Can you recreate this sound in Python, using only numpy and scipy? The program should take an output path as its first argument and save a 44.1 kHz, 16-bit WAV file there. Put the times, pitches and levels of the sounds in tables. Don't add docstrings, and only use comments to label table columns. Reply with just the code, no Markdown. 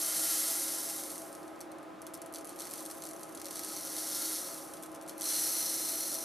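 import sys
import numpy as np
from scipy import signal
from scipy.fft import rfft, irfft, next_fast_len
from scipy.io import wavfile

SR = 44100
rng = np.random.default_rng(int(sys.argv[2]) if len(sys.argv) > 2 else 0)


def wav_record(signal):
    frames = np.transpose(np.atleast_2d(signal))
    bounded = np.clip(frames, -1, 1)
    quanta = np.round(bounded * 32767).astype(np.int16)
    wavfile.write(sys.argv[1], SR, quanta)


N = 275303
TIME = np.arange(N) / SR


def undb(db):
    return 10 ** (np.asarray(db) / 20)


def level(x, db):
    return x * undb(db) / np.sqrt(np.mean(x ** 2))


def colour(x, points):
    hz, db = np.transpose(points)
    size = next_fast_len(x.shape[-1] + SR // 20)
    freq = np.maximum(np.fft.rfftfreq(size, 1 / SR), 1)
    gain = undb(np.interp(np.log(freq), np.log(hz), db))
    return irfft(rfft(x, size) * gain, size)[..., :x.shape[-1]]


def ring(x, notes):
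    return sum(undb(db) * signal.lfilter(*signal.iirpeak(hz, hz / width, fs=SR), x)
               for hz, width, db in notes)


def wander(per_s):
    steps = rng.standard_normal(200)
    return np.interp(TIME * per_s, np.arange(len(steps)), steps)


def past(s):
    return np.maximum(TIME - s, 0)


def until(s):
    return np.maximum(s - TIME, 0)


def flow(start, stop, db, rise_db_per_s, fade_db_per_s):
    return np.maximum(db - rise_db_per_s * until(start) - fade_db_per_s * past(stop), -140)


def ball_rate(db, dribble_per_s=280, full_per_s=2300, full_db=-30.5):
    return dribble_per_s + full_per_s * undb(db - full_db) ** 2


def stream(stream_db, per_s, jitter=.4, flight_s=.025, loss_db=11.0, scatter_db=3.0, landings=5):
    fallen = np.cumsum(per_s) / SR
    chance = rng.standard_normal((int(fallen[-1]), 1 + 2 * landings))
    first_s = np.interp(np.arange(len(chance)) + jitter * chance[:, 0], fallen, TIME)
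    bounce = np.arange(landings)
    flights = flight_s * np.abs(chance[:, 1:1 + landings]) * (bounce > 0)
    when = first_s[:, None] + np.cumsum(flights, axis=1)
    strength = undb(-loss_db * bounce + scatter_db * chance[:, 1 + landings:])
    strength = level(strength, 0) * np.sqrt(SR / landings / np.interp(first_s, TIME, per_s))[:, None]
    blows = np.bincount((when * SR).astype(int).ravel(), strength.ravel(), N)[:N]
    return blows * undb(stream_db)


def burst(t, fade_s, rise_s=.0002):
    since = np.maximum(t, 0)
    shape = (1 - np.exp(-since / rise_s)) * undb(-60 * since / fade_s)
    noise = rng.standard_normal((2, len(t))) * shape
    return noise / np.sqrt(np.sum(noise ** 2, axis=1, keepdims=True))


# delay/s, level/dB
ECHOES = [(.0044, -6.5), (.011, -18)]
def impact(crack_s, echo_scatter=0.036, room_fade_s=0.18, room_db=-6.0, room_delay_s=0.004):
    t = np.arange(SR // 6) / SR
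    sound = burst(t, crack_s) + undb(room_db) * burst(t - room_delay_s, room_fade_s)
    for lag, db in ECHOES:
        delay_s = lag * (1 + echo_scatter * rng.standard_normal())
        sound = sound + undb(db) * burst(t - delay_s, crack_s)
    return sound


def patter(blows, spots=14, faintest_db=-70):
    spot = rng.integers(0, spots, N)
    heard = np.flatnonzero(np.abs(blows) > undb(faintest_db))
    span = slice(heard[0], heard[-1] + SR // 6)
    cracks = np.zeros((2, N))
    for k in range(spots):
        here = blows[span] * (spot[span] == k)
        cracks[:, span] += signal.oaconvolve(here[None], impact(crack_s=0.011), axes=1)[:, :len(here)]
    return cracks


# f/Hz, gain/dB
CRACK_TONE = [(100, -50), (1300, -19), (2150, -14.5), (2480, -14), (2650, -12), (3000, -12.5), (3600, -8),
              (4300, -4.5), (5000, -4), (5600, -1.5), (6300, 0.5), (6950, -3), (8000, -0.5), (9000, 3.5),
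              (10100, 1.5), (11200, 5), (12200, -0.5), (12800, -2), (13350, -1.5), (14100, -6.5),
              (15000, -11)]
# f/Hz, width/Hz, then level/dB above the crack at four landing places
TRAY_NOTES = [(3080, 23, 5, 7, 4, -12.5), (3394, 35, -6, 4.5, 1, -21), (3800, 63, -3, -6, 2.5, -14),
              (4187, 115, -12, -1, 1, 5), (4400, 50, -3, -3, 6.5, 4), (4600, 50, -5, 2, -10, -12),
              (5260, 70, -1, -8, -1, 1), (5450, 40, -4, -2, -2, -1), (5880, 105, -8, -6, 1.5, 4),
              (6200, 130, -13, -9, -9, -16), (7340, 220, -7, -7, -19, -27), (9940, 99, -23, -26, -13, 0)]
def tray(cracks, place, ring_db=0, wander_db=2.2):
    cracks = colour(cracks, CRACK_TONE)
    notes = [(hz, width, dbs[place] + wander_db * wander(per_s=7)) for hz, width, *dbs in TRAY_NOTES]
    return cracks + undb(ring_db) * ring(cracks, notes)


# f/Hz, width/Hz, gain/dB
PLATE_NOTES = [(1403, 48, 4), (1660, 90, -0.5), (1916, 140, 1), (2068, 88, 1.5)]
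def rolling(gain):
    touches = colour(rng.standard_normal(N), [(600, -7), (1300, 8.5), (2150, 3.5), (2420, -6), (6000, -26)])
    return level(ring(touches, PLATE_NOTES), 0) * gain


# start t/s, peak t/s, stop t/s,
# peak level/dB, swell/(dB/s), sag/(dB/s), rolling level/dB relative to the stream, side gain/dB
POURS = [(-0.1, 0.33, 1, -30.5, 8.5, 13.5, -19, -24), (2.587, 2.76, 5, -51, 19, 14.5, -19, 5),
         (3.51, 4.24, 4.385, -35, 16.5, 13, -19.5, -27), (5.26, 5.36, 6.15, -32.5, 10, 5, -22, -5)]
def pours(stop_drop_db=3.5, drop_s=.025, linger_s=0.13, settle_per_s=700):
    mid, side, roll_gain = 0, 0, 0
    for place, (start, peak, stop, peak_db, swell, sag, roll_db, side_db) in enumerate(POURS):
        supply_db = peak_db - swell * until(peak) - sag * past(peak)
        supply_db -= stop_drop_db * np.minimum(past(stop) / drop_s, 1)
        db = flow(start, stop + linger_s, supply_db, rise_db_per_s=260, fade_db_per_s=44.5)
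        per_s = ball_rate(db) + settle_per_s * (TIME > stop)
        ring_db = -2.5 * past(peak)
        ring_db -= 22 * past(stop)
        landing = tray(patter(stream(db, per_s)), place, ring_db)
        mid = mid + landing[0]
        side = side + undb(side_db) * landing[1]
        roll_gain = roll_gain + undb(db + roll_db)
    return mid + rolling(roll_gain), side


# f/Hz, gain/dB
AIR_TONE = [(25, -28), (55, -27), (85, -8.5), (130, -5), (180, -7), (245, -7), (300, 6), (450, -3.5),
            (800, 1.5), (950, -5.5), (1300, -4), (1600, -5), (2500, -11), (5000, -18.5), (14000, -28)]
# f/Hz, width/Hz, level/dB above the air
DRONE_NOTES = [(82, 21, 5), (167.8, 21.6, 8.5), (283.6, 17.6, 9.5), (322.5, 13.3, 9.5), (349.5, 17, 10.5),
               (551.6, 12.7, 17.5), (662.9, 7.8, 19.5), (805, 39, 8.5), (1020, 30, 13), (1211, 12.5, 13.5),
               (1280, 6.5, 16.5)]
def fan(db=-50.0):
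    air, swirl = colour(rng.standard_normal((2, N)), AIR_TONE)
    return level(air + ring(swirl, DRONE_NOTES), db)


def blade_hum(hz=316.4, db=-54.5, drift_hz=1.16, waver_db=1.0):
    drift = level(colour(rng.standard_normal(N), [(2, 0), (20, -60), (200, -120)]), 0)
    tone = np.sin(2 * np.pi * np.cumsum(hz + drift_hz * drift) / SR)
    return level(tone * undb(waver_db * wander(per_s=6)), db)


# f/Hz, gain/dB
HISS_TONE = [(15, -48), (25, -22), (129, -16.5), (173, -3), (293, 0.5), (616, 2), (846, -3.5), (1160, -4),
             (1600, -13), (2700, -23.5), (4600, -35), (11300, -29), (14000, -94)]
def hiss(db=-51.5):
    return level(colour(rng.standard_normal((2, N)), HISS_TONE), db)


# t/s, tick level/dB, body level/dB above the tick, glassy top level/dB above the tick
STRAY_HITS = [(1.0363, -14.5, 0.5, -1.5), (1.08, -18, -12, -4), (1.104, -15, -4, -8.0),
              (1.1172, -15.5, -8, -1.0), (1.1577, -18.5, -2.0, 2.0), (1.18, -13.5, -10.0, -4),
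              (1.2185, -18.5, -6.0, -7.0), (1.328, -21.0, -5, -9), (1.351, -22, -3, -5),
              (1.4307, -27.5, -0.5, -8.0), (1.479, -28, -1, -8.0), (1.5592, -36, 5, -8.0),
              (1.5926, -34, -10, -2.0), (1.6057, -18.5, -4.5, -8.0), (1.6118, -20, 0, 1),
              (1.7175, -26.5, -2.0, 2), (1.7845, -32, 0, -8.0), (1.8293, -32, -4, 0.0),
              (2.0183, -21, -3.0, -10), (2.067, -18.5, -1.0, 2), (2.137, -22.5, 0, -5.0),
              (2.1415, -17.5, -3.0, 5), (2.1507, -22.0, 1, 1.0), (2.175, -29.0, -1.0, -8.0),
              (2.2176, -18, -3.0, -6), (2.261, -20.5, -4, -10), (2.3254, -24, -10.0, 2.0),
              (2.3388, -17, -4, 1.0), (2.347, -16.5, -2, -0.0), (2.3582, -19.0, 4, -5.0),
              (2.3703, -25, -1.0, 4.0), (2.385, -20.5, -1.0, -8.0), (2.4097, -26, -2.0, -8.0),
              (2.446, -18, -8, -8.0), (2.453, -19.5, -11, -1.0), (2.4719, -19.5, -7, -2.0),
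              (2.4934, -17, -5, -6.0), (2.5281, -32.0, 5, -8.0), (2.561, -24.5, -1, 1.0),
              (2.578, -28, -10.0, 1.0), (2.5895, -18, -4.0, -8.0), (2.598, -15, -4.0, -1),
              (2.605, -17, -3.0, -1), (2.6195, -17, 1, 2), (2.6537, -19, -0.0, 2.0), (2.67, -19, 2.0, 1.0),
              (2.7005, -25, 4.0, 7.0), (2.711, -15.5, -4, 1.0), (2.7185, -19, -4.0, -4.0),
              (2.7371, -13.5, -5, 6), (2.757, -20, -0.0, -8.0), (2.779, -17, -6.0, 2.0),
              (2.7923, -20, -1, -8.0), (2.806, -22, 1.0, 7.0), (2.8262, -24, -1.0, 5.0),
              (2.853, -18, -4.0, -8.0), (2.8615, -15, -4, -1), (2.901, -17.5, -2, -8.0),
              (2.9122, -16.5, -1, -1.0), (2.9827, -26.5, -6, 7.0), (3.0214, -17, 1, -8.0),
              (3.0376, -15, -4, -6.0), (3.053, -20, 0, 4.0), (3.064, -19, -4.0, -8.0), (3.07, -20, 0, -6.0),
              (3.089, -18.5, -5.0, -3.0), (3.111, -20, -2, -8.0), (3.1335, -18, -7, -8.0),
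              (3.1634, -23.0, -6, -5.0), (3.1952, -24.5, -5, 0.0), (3.209, -24, -8.0, -6.0),
              (3.232, -16.5, -3, -8.0), (3.2926, -24, -6, -4), (3.3225, -26.5, -6.0, -7.0),
              (3.3493, -15, -5.0, -12), (3.374, -22, 5, -1.0), (3.3988, -22, 3.0, -7),
              (3.4164, -18.5, 3, 6.0), (3.4447, -20.5, 2, -10), (3.456, -15.5, 0, 4), (3.4662, -20.0, 5, 8),
              (3.4847, -20, 1, -3.0), (3.5095, -16.5, 1, 3.0), (3.5568, -15.5, -1, 3.0),
              (3.5682, -18.5, 3, 7), (3.5934, -14.5, 1, 9), (3.6346, -14, -2, -4), (3.6473, -12, 0.0, -8.0),
              (3.7655, -18, 0, 10), (3.811, -21, -3, 2.0), (3.8363, -28, 0.0, 4), (3.877, -33, 3.0, 9),
              (3.9016, -34, -3, -6), (3.9652, -12, -3.0, 4.0), (3.9851, -19, -5, -4.0),
              (4.648, -25, -8, 2.0), (4.737, -17, -2.5, -8.0), (4.7692, -25, 4, -5.0),
              (4.826, -17.5, -7, -8.0), (4.8353, -18, -2, 4.0), (4.8601, -21.5, -3, -8.0),
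              (4.9168, -27.5, -6, -8.0), (4.9276, -31, -1.0, -6.0), (4.9454, -29, -3, 5.0),
              (4.9494, -23.5, -2, -1.0), (4.9592, -27.5, 1.0, 3), (5.0126, -25, 1, -8.0),
              (5.0244, -24, -8, -1.0), (5.0335, -32, -3.0, -0.0), (5.063, -31, 3.0, 3.0),
              (5.078, -21, -3.0, -5), (5.0856, -19.0, -4.0, 3.0), (5.095, -17.5, 1, 5),
              (5.1805, -18.5, -10.0, 3), (5.1987, -21, 1, -8.0), (5.2102, -9.5, -4, 2.0),
              (5.2188, -13, 3, 5), (5.2295, -11.5, -9.0, -8.0), (5.2433, -17, -1.0, 3.0),
              (5.2545, -11, -2, -4.0)]
def strays(body_hz=5000, tick_hz=9500, edge_hz=11800, top_hz=13400, snap_db=-2.5):
    cracks = np.zeros((2, N))
    for s, db, body_db, top_db in STRAY_HITS:
        at = int(s * SR)
        sound = impact(crack_s=0.012)
        sound[0, :2] += undb(snap_db) * np.array([1, -1]) / np.sqrt(2)
        tone = [(body_hz, db + body_db), (tick_hz, db), (edge_hz, db), (top_hz, db + top_db)]
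        sound = colour(sound, tone)[:, :N - at]
        cracks[:, at:at + sound.shape[1]] += sound
    return cracks


# start t/s, length/s, level/dB
CLUMPS = [(2.344, 0.026, -52), (2.473, .03, -52), (2.604, 0.044, -46), (2.718, 0.09, -49),
          (3.03, 0.032, -57), (3.518, .08, -49), (3.677, 0.053, -44), (3.96, 0.03, -44),
          (5.089, 0.013, -52.5), (5.29, .06, -39.5)]
def clumps():
    db = np.max([flow(s, s + length, clump_db, rise_db_per_s=899.5, fade_db_per_s=240)
                 for s, length, clump_db in CLUMPS], axis=0)
    return stream(db, ball_rate(db))


# f/Hz, gain/dB
FULLER_TONE = [(2000, 7), (3100, 1.5), (5000, 0), (8000, -1), (11000, -2), (14000, -5.5)]
# f/Hz, side gain/dB
STEREO_SPREAD = [(2000, -20), (4500, -20), (6000, -15), (8000, -9.5), (12000, -7.5)]
def balls(tick_side_db=-3):
    mid, side = pours()
    ticks = colour(tray(strays() + patter(clumps()), place=1), FULLER_TONE)
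    mid = mid + ticks[0]
    side = colour(side + undb(tick_side_db) * ticks[1], STEREO_SPREAD)
    return np.array([mid + side, mid - side])


def scene():
    return balls() + fan() + blade_hum() + hiss()


def record(dry, top_hz=15200):
    return signal.sosfilt(signal.ellip(10, .2, 80, top_hz, fs=SR, output="sos"), dry)


dry = scene()
out = record(dry)
wav_record(out)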